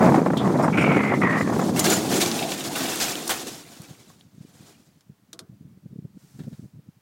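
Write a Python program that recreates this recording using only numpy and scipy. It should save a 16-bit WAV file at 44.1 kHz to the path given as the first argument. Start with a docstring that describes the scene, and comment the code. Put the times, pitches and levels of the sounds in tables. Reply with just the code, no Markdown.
"""An unpowered cart coasts down a road: turbulence buffets the microphone on board, the brake squeaks
and air whistles over an edge, falling in pitch as the cart slows. It runs off onto wet dirt, where the
tyres rumble and throw grit and puddle water, and impacts ring the brake disc, frame and loose fittings.
Mud bubbles burst as it halts. At rest a lever ticks faintly, then clicks sharply twice, and a sleeve
rustles, while the eddies of a light breeze puff at the microphone."""
import sys
import numpy as np
from scipy.fft import rfft, irfft, next_fast_len
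from scipy.io import wavfile
from scipy.ndimage import uniform_filter1d, map_coordinates

SR = 44100
rng = np.random.default_rng(int(sys.argv[2]) if len(sys.argv) > 2 else 0)


def unload_wav(signal):
    """Save mono or channel-first audio to the path in sys.argv[1] as 16-bit WAV at rate SR, clipped to [-1, 1]."""
    wavfile.write(
        sys.argv[1],
        SR,
        np.round(np.clip(np.atleast_2d(signal).T, -1, 1) * 32767).astype(np.int16),
    )


N = 309141

# airflow past the moving cart: (time [s], level [dB])
AIRFLOW = [(0, -18), (.055, -12.5), (.24, -19.5), (.37, -20), (.47, -19), (.72, -20.5), (.9, -19),
           (1.07, -22), (1.25, -22), (1.75, -23)]
# spectrum of turbulent pressure at the microphone: (frequency [Hz], level [dB])
BUFFET_SPECTRUM = [(25, -43.5), (50, -39), (90, -11.5), (140, 2), (210, 4), (320, -2.5), (480, -10),
                   (800, -31.5), (2000, -83.5)]
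TEAR_GROWTH = 1.4  # dB of crackle per dB of flow strength


def amp(db):
    """Decibels to amplitude ratio."""
    return 10 ** (np.asarray(db) / 20)


def unit(x):
    """x at rms 1."""
    return x / np.sqrt(np.mean(x ** 2) + 1e-20)


def curve(rows):
    """Linear interpolation of (time [s], value) rows at every sample."""
    return np.interp(np.arange(N) / SR, *np.transpose(rows))


def level(rows, fade_s=0.4):
    """Gain from (time [s], level [dB]) rows, decaying exponentially outside their span."""
    t = np.arange(N) / SR
    outside = np.maximum(0, np.maximum(rows[0][0] - t, t - rows[-1][0]))
    return amp(curve(rows)) * np.exp(-outside / fade_s)


def spell(s, length, attack_s, release_s, sag_db_per_s=0):
    """An envelope that rises at time s, sags while it holds, then decays exponentially."""
    age = np.maximum(np.arange(N) / SR - s, 0)
    release = np.exp(-np.maximum(age - length, 0) / release_s)
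    return np.minimum(age / attack_s, 1) * amp(-sag_db_per_s * age) * release


def wobble(rate):
    """A smooth random curve, rate knots a second."""
    knots = rng.standard_normal(int(N * rate / SR) + 4)
    return map_coordinates(knots, [np.arange(N) * rate / SR], mode="nearest")


def filtered(x, response):
    """Linear filtering: the spectrum of x times a frequency response."""
    size = next_fast_len(len(x) + 8192)
    return irfft(rfft(x, size) * response(np.fft.rfftfreq(size, 1 / SR)), size)[:len(x)]


def coloured(x, spectrum):
    """x filtered by (frequency [Hz], level [dB]) points joined on a log frequency axis."""
    points_hz, db = np.transpose(spectrum)
    return filtered(x, lambda hz: amp(np.interp(np.log(hz + 1), np.log(points_hz), db)))


def band(x, centre_hz, half_width_hz):
    """x through a bell-shaped (Lorentzian) passband."""
    return filtered(x, lambda hz: 1 / (1 + ((hz - centre_hz) / half_width_hz) ** 2))


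def noise(spectrum):
    """Gaussian noise of the given spectrum, at rms 1."""
    return unit(coloured(rng.standard_normal(N), spectrum))


def narrowband(phase, half_width_hz):
    """Quadrature modulation: slow noise on a carrier gives a blurred tone."""
    i, q = (band(rng.standard_normal(N), 0, half_width_hz) for _ in range(2))
    return i * np.cos(phase) + q * np.sin(phase)


def grains(spectrum, rate, spread_db):
    """Shot noise: tiny random impacts, rate a second, at rms 1."""
    hit = rng.random(N) < rate / SR
    size = amp(spread_db * np.minimum(rng.standard_normal(N), 2))
    return unit(coloured(hit * size * rng.choice([-1, 1], N), spectrum))


def burst(t60):
    """Half a second of noise that decays by 60 dB in t60 seconds."""
    t = np.arange(SR // 2) / SR
    return rng.standard_normal(len(t)) * amp(-60 * t / t60)


def ring(modes, scatter_db, detune, waver):
    """Damped modes of loosely seated metal; each phase walks randomly by waver turns a sample."""
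    out, t = np.zeros(SR // 4), np.arange(SR // 4) / SR
    for hz, db, t60 in modes:
        pitch_hz = hz * (1 + detune * rng.standard_normal())
        turns = pitch_hz * t + np.cumsum(waver * rng.standard_normal(len(t))) + rng.random()
        out += amp(db + scatter_db * rng.standard_normal() - 60 * t / t60) * np.sin(2 * np.pi * turns)
    return out


def peaked(x, db):
    """x scaled to a peak level."""
    return amp(db) * x / np.abs(x).max()


def add(track, s, sound):
    """Superpose a sound on the track at time s."""
    start = max(0, round(s * SR))
    track[start:start + len(sound)] += sound[:max(0, N - start)]


def evened(x, seconds):
    """x divided by its running rms, which levels the slow swells."""
    return x / np.sqrt(np.abs(uniform_filter1d(x ** 2, int(seconds * SR))) + 1e-9)


def swayed(x, share, rate):
    """Time warping: the resonances of x drift by a share of their pitch, rate times a second."""
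    return map_coordinates(x, [np.arange(N) + np.cumsum(share * wobble(rate))], order=1, mode="mirror")


def still_air():
    """Stationary broadband noise is the faint outdoor background."""
    # ambient spectrum: (frequency [Hz], level [dB])
    spectrum = [(25, 0), (130, 19.5), (300, 9), (600, 8), (1200, 5), (2500, 0.5), (6000, -2), (11000, -5.5),
                (16000, -3)]
    return amp(-67.5) * noise(spectrum)


def breeze():
    """Intermittent turbulence: once the cart has slowed, the air flutters deeply and with gaps."""
    # strength of the flutter: (time [s], level [dB])
    strength = [(3.4, -48), (3.7, -56.5), (4.6, -56), (5.2, -66), (5.45, -53), (5.9, -51.5), (6.3, -55),
                (6.45, -44), (6.9, -52.5), (7.01, -66)]
    # its spectrum: (frequency [Hz], level [dB])
    spectrum = [(25, -44), (50, -39), (90, -3.5), (135, 2), (200, 0.5), (280, -7.5), (400, -19), (600, -29),
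                (1500, -64.5)]
    lumps = amp(7.5 * wobble(45))
    return level(strength) * evened(noise(spectrum) * lumps, 0.16)


def puffs(cycles=0.47, wake_db=-19, wake_s=0.0083, rasp_db=-22):
    """A passing eddy is one pressure swing in a wake of weaker turbulence, raspier when strong."""
    # strongest eddies of the breeze: (time [s], level [dB], frequency [Hz])
    eddies = [(3.805, -33, 133.7), (3.912, -33.5, 129), (4.383, -36, 166.6), (4.412, -33.5, 137),
              (4.451, -36.5, 227), (4.609, -39, 143), (5.101, -36, 148), (5.12, -45, 127),
              (5.499, -35, 148), (5.612, -36.5, 177.9), (5.655, -35.5, 128.6), (5.776, -40, 141),
              (5.863, -30, 144), (5.933, -32, 188), (5.962, -30, 200.2), (5.991, -26.5, 179),
              (6.026, -36.5, 182), (6.053, -27.5, 133.8), (6.173, -35.5, 203), (6.393, -32, 240),
              (6.407, -28, 171.3), (6.418, -31.5, 161), (6.472, -28, 188.3), (6.482, -24, 200),
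              (6.546, -37.5, 128.7), (6.596, -30, 167.6), (6.659, -34, 124), (6.795, -34.5, 143.3),
              (6.89, -35.5, 161.5)]
    out, wake, rasp = np.zeros((3, N))
    t = np.arange(-SR // 20, SR // 20) / SR
    strongest_db = max(db for s, db, hz in eddies)
    for (s, db, hz), turn in zip(eddies, rng.random(len(eddies))):
        swing = np.cos(2 * np.pi * (hz * t + turn)) / np.cosh(2 * hz * t / cycles)
        swell = np.exp(-(t / wake_s) ** 2)
        add(out, s + t[0], amp(db) * swing)
        add(wake, s + t[0], amp(db + wake_db) * swell)
        add(rasp, s + t[0], amp(strongest_db + rasp_db + TEAR_GROWTH * (db - strongest_db)) * swell)
    # the microphone sheds the deep bass
    swings = coloured(out, [(30, -36.5), (70, -7.5), (140, 5.5), (600, -5.5)])
    wake *= noise(BUFFET_SPECTRUM)
    rasp *= noise([(150, 0.5), (380, 12), (700, -8.5), (1400, -37.5)])
    return swings + wake + rasp


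def driver():
    """Friction noise: a sleeve rubs with a thin hiss and the seat shifts softly."""
    # rustle of the sleeve: (time [s], level [dB])
    rustle = [(6.1, -91.5), (6.2, -63.5), (6.37, -62.5), (6.4, -59.5), (6.47, -65), (6.54, -63),
              (6.65, -66.5), (6.76, -84.5)]
    # shifts of the seat: (time [s], level [dB])
    shifts = [(6.389, -52), (6.432, -60.5), (6.525, -56.5)]
    shifting = sum(amp(db) * spell(s, 0.0065, attack_s=0.0061, release_s=0.022) for s, db in shifts)
    seat = noise([(200, -8.5), (700, 6), (1100, -4.5), (1700, 0), (2700, -7.5), (3800, -1.5),
                  (6000, -14), (12000, -23)])
    cloth = grains([(1500, -5.5), (3200, -9.5), (5500, -4.5), (8000, -5.5), (11000, -11.5),
                    (16000, -12)], rate=7200, spread_db=2)
    return level(rustle) * cloth + shifting * seat


def frame(force):
    """Modal superposition: the tube frame responds as damped resonators of alternating sign."""
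    # frame modes: (frequency [Hz], bandwidth [Hz], level [dB])
    modes = [(322, 76, 3.5), (442, 130, -0.5), (660, 70, -4), (1140, 150, -8), (1530, 140, -11.5)]
    return filtered(force, lambda hz: sum(
        (-1) ** k * amp(db) * 1j * hz * width / (centre ** 2 - hz ** 2 + 1j * hz * width)
        for k, (centre, width, db) in enumerate(modes)))


def lever():
    """Impulsive excitation: the lever clicks with a short rattle, and the frame rings on."""
    # lever clicks: (time [s], peak level [dB])
    clicks = [(5.008, -48), (5.3307, -26.5), (5.3914, -25)]
    # spectrum of a click: (frequency [Hz], level [dB])
    spectrum = [(400, -32), (700, -14), (1100, -10), (1500, -5), (2000, -9), (2700, -11), (3700, .5),
                (4800, -2.5), (6500, -5), (9000, -8.5), (13000, -16), (16000, -29)]
    out, shake = np.zeros((2, N))
    for s, db in clicks:
        click = coloured(burst(t60=0.019) + amp(-9) * burst(t60=0.063), spectrum)
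        add(out, s, peaked(click, db))
        add(shake, s, amp(db - 5) * burst(t60=0.254))
    return out + frame(shake)


def squelches(t60=0.025, cycles=60, rise_per_s=8):
    """Bubble resonance: mud bubbles pop and ring with rising pitch, the big, low ones longest."""
    # bubbles under the halting tyres: (time [s], level [dB], frequency [Hz])
    bubbles = [(3.688, -44.5, 2220), (3.858, -49, 1850), (3.951, -50, 2300), (4.101, -43.5, 1010),
               (4.136, -56, 1300)]
    out, t = np.zeros(N), np.arange(SR // 10) / SR
    for s, db, hz in bubbles:
        pop = band(burst(t60), hz, half_width_hz=hz / 4)
        chirp = np.sin(2 * np.pi * hz * t * (1 + rise_per_s * t / 2))
        add(out, s, peaked(pop, db))
        add(out, s, 0.5 * amp(db - 60 * hz * t / cycles) * chirp)
    return out


def squeaks():
    """Sliding friction excites high, breathy resonances as the brake brushes its disc."""
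    # brake contacts: (time [s], duration [s], level [dB])
    contacts = [(0.622, .026, -42.5), (0.77, .03, -44.5), (0.809, 0.019, -44.5)]
    # spectrum of a squeak: (frequency [Hz], level [dB])
    spectrum = [(3000, -30), (4700, -12), (5400, 0), (6200, -14), (7100, -3), (7800, -14), (8650, 1),
                (9400, -20), (10400, -10), (11200, -20), (12100, -12), (14000, -28)]
    touch = sum(amp(db) * spell(s, length, attack_s=0.0053, release_s=0.014)
                for s, length, db in contacts)
    return touch * noise(spectrum)


def disc():
    """Beating: two close modes roughen the brake disc's chinks as the cart leaves the road."""
    # blows on the disc: (time [s], level [dB])
    blows = [(1.4, -44.5), (1.615, -40), (1.796, -26), (1.87, -33), (1.904, -22.5), (1.93, -22),
             (1.945, -30)]
    # disc modes: (frequency [Hz], level [dB], t60 [s])
    modes = [(4950, -12, .13), (6230, -8, .13), (6868, -2, .14), (7113, 0, .15)]
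    out = np.zeros(N)
    for s, db in blows:
        add(out, s, amp(db) * ring(modes, scatter_db=1.5, detune=0.0005, waver=0.007))
    return out


def clinks():
    """Modal overlap: the close modes of a loose fitting merge into one jingling band."""
    # blows on fittings: (time [s], peak level [dB], centre frequency [Hz], t60 [s])
    blows = [(0.371, -23.5, 3466, 0.15), (4.21, -40.5, 3620, 0.013)]
    out = np.zeros(N)
    for s, db, centre_hz, t60 in blows:
        jingle = band(burst(t60), centre_hz, half_width_hz=330)
        add(out, s, peaked(jingle, db))
    return out


def rattle(tap_db=1):
    """Line broadening: jolted fittings chafe in their seats, so their modes blur into a dull clatter."""
    # jolts on the rough dirt: (time [s], level [dB])
    jolts = [(2.1346, -31.5), (2.215, -29), (2.3144, -37), (2.391, -27.5), (2.426, -28.5), (2.4892, -36.5),
             (2.5188, -32), (2.6072, -34), (2.7536, -31.5), (2.805, -29.5), (2.8563, -27), (2.886, -30.5),
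             (2.921, -32.5)]
    # modes of the fittings: (frequency [Hz], level [dB], t60 [s])
    modes = [(2350, -7, .06), (2690, -2, .1), (2940, -7, .06), (3400, -5, .06), (3690, -4, .08)]
    out = np.zeros(N)
    for s, db in jolts:
        add(out, s, amp(db) * ring(modes, scatter_db=2, detune=0.008, waver=0.016))
        tap = coloured(burst(t60=0.03), [(800, -17), (2500, 7), (4200, 2.5), (9000, -11)])
        add(out, s, amp(db + tap_db) * tap)
    return out


def knocks(octaves=0.64):
    """Impact noise: each stone or jolt clacks around its own pitch and excites the frame's modes."""
    # impacts: (time [s], peak level [dB], centre frequency [Hz], t60 [s])
    impacts = [(0.373, -27, 4486, 0.056), (1.7935, -9.5, 6467, .033), (1.7988, -11.5, 6740, 0.025),
               (1.901, -11.5, 6900, 0.045), (2.2149, -11.5, 4147, 0.03), (2.261, -12, 4900, 0.017),
               (2.315, -14, 3486, .02), (2.5175, -21, 2990, 0.032), (2.9585, -15.5, 7740, 0.005),
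               (3.1552, -14, 2718, 0.011), (3.277, -15.5, 7160, 0.042), (3.2937, -26.5, 971, 0.066),
               (3.819, -33.5, 7420, 0.019)]
    out, shake = np.zeros((2, N))
    for s, db, centre_hz, t60 in impacts:
        clack = filtered(burst(t60), lambda hz: 1 / (1 + (np.log2((hz + 1) / centre_hz) / octaves) ** 2))
        add(out, s, peaked(clack, db))
        add(shake, s, amp(db + 2) * burst(t60))
    return out + frame(shake)


def panel_boom(pitch_hz=700, flex_hz=30):
    """Plate resonance: the body panel's hollow note wavers as it flexes, at rms 1."""
    phase = 2 * np.pi * np.cumsum(pitch_hz + flex_hz * wobble(14)) / SR
    return evened(narrowband(phase, half_width_hz=100), 0.04)


def ticks(rate, centre_hz, octaves, cycles, spread_db):
    """Damped oscillators: stones or droplets each ring briefly at their own pitch, at rms 1."""
    draw = rng.standard_normal((int(rate * N / SR), 2))
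    start = rng.integers(0, N, len(draw))[:, None]
    hz = np.clip(centre_hz * 2 ** (octaves * draw[:, :1]), 600, 14000)
    size = amp(spread_db * np.minimum(draw[:, 1:], 2))
    n = np.arange(SR // 55)
    turns = hz * n / SR
    rings = size * np.sin(2 * np.pi * turns) * np.exp(-turns / cycles)
    return unit(np.bincount((start + n).ravel(), rings.ravel())[:N])


def thrown_matter(rolling, grit_db=-5.5, spray_db=-1.5, road_hiss_db=-28):
    """Incoherent sources add in power: the envelopes of grit and of spray off the treads."""
    # looser, wetter ground away from the road: (time [s], level relative to rolling [dB])
    looseness = [(1.65, -13.5), (2.05, -5.5), (2.45, 0.5), (3.8, 3.5)]
    # wet ruts: (time [s], duration [s], water level [dB], grit level [dB])
    ruts = [(1.76, 0.14, -33.5, -32), (1.84, 0.1, -27, -30), (1.858, 0.08, -26.5, -26),
            (2.096, 0.096, -33, -30.5), (2.2, 0.027, -26, -30), (2.637, 0.0067, -32, -42),
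            (2.754, 0.19, -33, -31), (2.999, 0.125, -27.5, -31.5), (3.01, .02, -27, -37),
            (3.292, 0.0092, -24.5, -23), (3.335, .015, -50, -34.5), (3.466, 0.021, -40, -47.5)]
    thrown = rolling * amp(curve(looseness))
    road_hiss = amp(road_hiss_db) * level(AIRFLOW)
    verge_sand = amp(-44.5) * spell(1.25, length=0.35, attack_s=0.12, release_s=0.05)
    grit = amp(grit_db) * thrown
    spray = np.sqrt((amp(spray_db) * thrown) ** 2 + road_hiss ** 2 + verge_sand ** 2)
    for s, length, water_db, rut_grit_db in ruts:
        splash = spell(s, length, attack_s=0.0032, release_s=0.03, sag_db_per_s=33)
        spray = np.hypot(spray, amp(water_db) * splash)
        grit = np.hypot(grit, amp(rut_grit_db) * splash)
    return grit, spray


def tyres(rumble_db=-0.5, drone_db=-6):
    """Forced vibration: bumps drive the hollow tyres and body panel, crush grit and fling spray."""
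    # rolling on dirt, nearly halting, then settling with a brief last stir: (time [s], level [dB])
    roll = [(1.58, -29.5), (2.15, -25.5), (2.57, -35.5), (2.85, -35), (3.25, -37.5), (3.48, -42.5),
            (3.67, -52.5), (3.85, -53), (4.17, -64.5), (4.3, -77), (4.42, -65.5), (4.71, -58), (4.8, -67.5),
            (5.0, -77)]
    # humps in the ground: (time [s], tyre thud level [dB], panel boom level [dB])
    humps = [(1.854, -21, -29), (2.136, -22.5, -42), (2.235, -31, -34), (2.405, -39.5, -30),
             (2.46, -43, -42), (2.66, -36, -37), (2.8, -30.5, -34.5), (2.864, -40, -40), (3.06, -41.5, -39),
             (3.43, -38.5, -54)]
    # spectra of tyre, panel, grit and spray: (frequency [Hz], level [dB])
    tyre_spectrum = [(25, -52), (60, -34), (120, -11), (200, -3.5), (260, -1.5), (305, 2.5), (360, -2),
                     (450, -11), (600, -25), (1500, -55)]
    panel_spectrum = [(250, -32.5), (400, -5), (480, .5), (570, -4), (650, -1), (700, .5), (800, -2),
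                      (880, -9), (1060, -10), (1200, -16), (2500, -44)]
    grit_spectrum = [(400, -26.5), (900, 5), (1600, 7), (2400, 0), (3600, -11.5), (5000, -13), (9000, -5.5)]
    spray_spectrum = [(1500, -10.5), (3500, 0.5), (5000, -0.5), (7000, -0.5), (9000, -5), (12000, -10),
                      (16000, -17.5)]
    bumps = wobble(40)
    rumble = evened(swayed(noise(tyre_spectrum), share=0.07, rate=9) * amp(2 * bumps), 0.053)
    drone = evened(swayed(noise(panel_spectrum), share=0.05, rate=9) * amp(2.5 * bumps), 0.14)
    stones = ticks(rate=260, centre_hz=3100, octaves=0.4, cycles=22, spread_db=5)
    crushing = grains(grit_spectrum, rate=3000, spread_db=0) * amp(1.5 * bumps)
    crunch = evened(crushing + 0.55 * stones, 0.5)
    drops = ticks(rate=450, centre_hz=7200, octaves=0.42, cycles=28, spread_db=5)
    mist = grains(spray_spectrum, rate=12000, spread_db=3)
    fizz = unit(mist + 0.46 * drops) * amp(2.1 * bumps + 0.5 * wobble(150))
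    rolling = level(roll, fade_s=0.047)
    grit, spray = thrown_matter(rolling)
    thuds, booms = np.zeros((2, N))
    for s, thud_db, boom_db in humps:
        jolt = spell(s, length=0.048, attack_s=0.0063, release_s=0.02)
        thuds += amp(thud_db) * jolt
        booms += amp(boom_db) * jolt
    tyre_drive = np.hypot(amp(rumble_db) * rolling, thuds)
    panel_drive = np.hypot(amp(drone_db) * rolling, amp(-6) * grit)  # flung grit drums on it too
    body = tyre_drive * rumble + panel_drive * drone + booms * panel_boom()
    return body + grit * crunch + spray * fizz


def whistle(eddies):
    """Edge tone: a narrow core, a fuzzy skirt and a lower resonance all sink with the airspeed."""
    # pitch of the edge tone: (time [s], frequency [Hz])
    pitch = [(.73, 2180), (.79, 2380), (.89, 2230), (.93, 2290), (1.03, 2060), (1.21, 2070), (1.26, 1910),
             (1.38, 1880), (1.415, 2000), (1.45, 1790), (1.6, 1720)]
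    # spells of whistling: (time [s], duration [s], level [dB])
    spells = [(0.726, 0.029, -30.5), (0.771, 0.385, -24.5), (1.215, 0.0059, -22), (1.231, 0.16, -24),
              (1.408, 0.0048, -28.5), (1.452, 0.05, -36), (1.59, 0.042, -42)]
    pitch_hz = curve(pitch)
    phase = 2 * np.pi * np.cumsum(pitch_hz + 22 * wobble(70)) / SR
    core = evened(unit(narrowband(phase, half_width_hz=55)), 0.022)
    roughness = 0.92 * (pitch_hz / 2050) ** 2  # faster air blows a rougher tone
    skirt = roughness * unit(narrowband(phase, half_width_hz=350))
    lower = amp(-2) * unit(narrowband(0.62 * phase, half_width_hz=150))
    sputtering = core * amp(1.5 * eddies) + (skirt + lower) * amp(3.2 * eddies)
    blowing = sum(amp(db) * spell(s, length, attack_s=0.0031, release_s=0.018, sag_db_per_s=12.5)
                  for s, length, db in spells)
    return blowing * evened(sputtering, 0.04)


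def wind(tear_db=-25.5, reference_db=-18.5, lull_db=-5.5, surge_s=0.011, low_cut_hz=55):
    """Turbulent pressure: eddies buffet the microphone, tear into crackle and stir the edge tone."""
    # spectrum of the tearing flow: (frequency [Hz], level [dB])
    tear_spectrum = [(40, -52), (150, -19), (400, -2), (720, 1.5), (1050, -3.5), (1500, -12.5), (2200, -19),
                     (3000, -35), (6000, -50)]
    # hard gusts: (time [s], level [dB], duration [s])
    gusts = [(0, -19.5, 0.09), (0.07, -23.5, 0.046), (0.121, -15.5, 0.0055), (0.142, -11.5, 0.012),
             (0.157, -21.5, 0.037), (.26, -16.5, 0.018), (0.302, -20, 0.011), (0.333, -21.5, 0.018),
             (0.415, -22, 0.013), (0.451, -27.5, 0.025), (0.505, -22.5, 0.0044), (0.554, -22, 0.023),
             (0.597, -13, 0.0042), (0.635, -18.5, 0.035), (.679, -18, 0.017), (0.777, -19, 0.0056),
             (0.842, -18, 0.0039), (0.878, -16, 0.0053), (0.962, -19.5, 0.015), (1.12, -19, 0.016),
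             (1.138, -16, 0.0093), (1.247, -17, 0.0043), (1.37, -21, 0.007), (1.497, -20.5, .011),
             (1.521, -24.5, 0.031), (1.593, -17.5, 0.012), (1.62, -24, 0.017), (1.693, -21.5, 0.0045)]
    # lulls in the tearing: (time [s], duration [s])
    lulls = [(0.103, .04), (0.2, 0.092), (0.313, 0.11), (0.503, 0.031), (0.564, 0.02), (0.707, 0.038),
             (1.142, .058), (1.418, .06), (1.628, 0.15)]
    # surges and stalls of the deep buffeting: (time [s], level change [dB])
    surges = [(.18, 4), (.252, -5.5), (.355, -7), (.405, -5.5), (.468, 3), (.525, -2.5), (0.784, 5),
              (.83, 1), (.897, 5), (.97, 5.5), (1.19, 4.5), (1.215, 0), (1.245, 8.5), (1.39, -2.5)]
    eddies = wobble(170)
    buffet = evened(noise(BUFFET_SPECTRUM) * amp(2 * eddies), 0.03)
    crackle = evened(grains(tear_spectrum, rate=2500, spread_db=3) * amp(2.5 * eddies), 0.06)
    t, gusting = np.arange(N) / SR, np.zeros(N)
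    for s, db, length in gusts:
        age = np.maximum(t - s, 0) / length
        gusting += amp(db) * (1 - np.exp(-22 * age)) * np.exp(-2 * age ** 2)  # hits fast and ebbs
    strength = level(AIRFLOW)
    lull = sum(spell(s, length, attack_s=0.003, release_s=0.0062) for s, length in lulls)
    tearing = amp(tear_db + lull_db * lull + 1.8 * wobble(55))
    tearing *= (strength / amp(reference_db)) ** TEAR_GROWTH
    surge_db = sum(db * np.exp(-((t - s) / surge_s) ** 2) for s, db in surges)
    rush = evened(noise(tear_spectrum), 0.0051)
    flow = strength * amp(surge_db - 0.43) * buffet + tearing * crackle + gusting * rush
    return filtered(flow, lambda hz: hz ** 2 / (hz ** 2 + low_cut_hz ** 2)) + whistle(eddies)


def scene():
    """Superposition: the pressures of cart and air add at one microphone."""
    cart = tyres() + squelches() + rattle() + squeaks() + knocks() + clinks() + disc()
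    at_rest = lever() + driver()
    return (wind() + breeze() + puffs() + cart + at_rest + still_air())[None]


def record(dry, ceiling=0.62, top_hz=16000):
    """Soft saturation rounds the highest peaks, and a low-pass filter limits the band."""
    rounded = dry[0] / (1 + np.abs(dry[0] / ceiling) ** 6) ** (1 / 6)
    return filtered(rounded, lambda hz: hz < top_hz)[None]


dry = scene()
out = record(dry)
unload_wav(out)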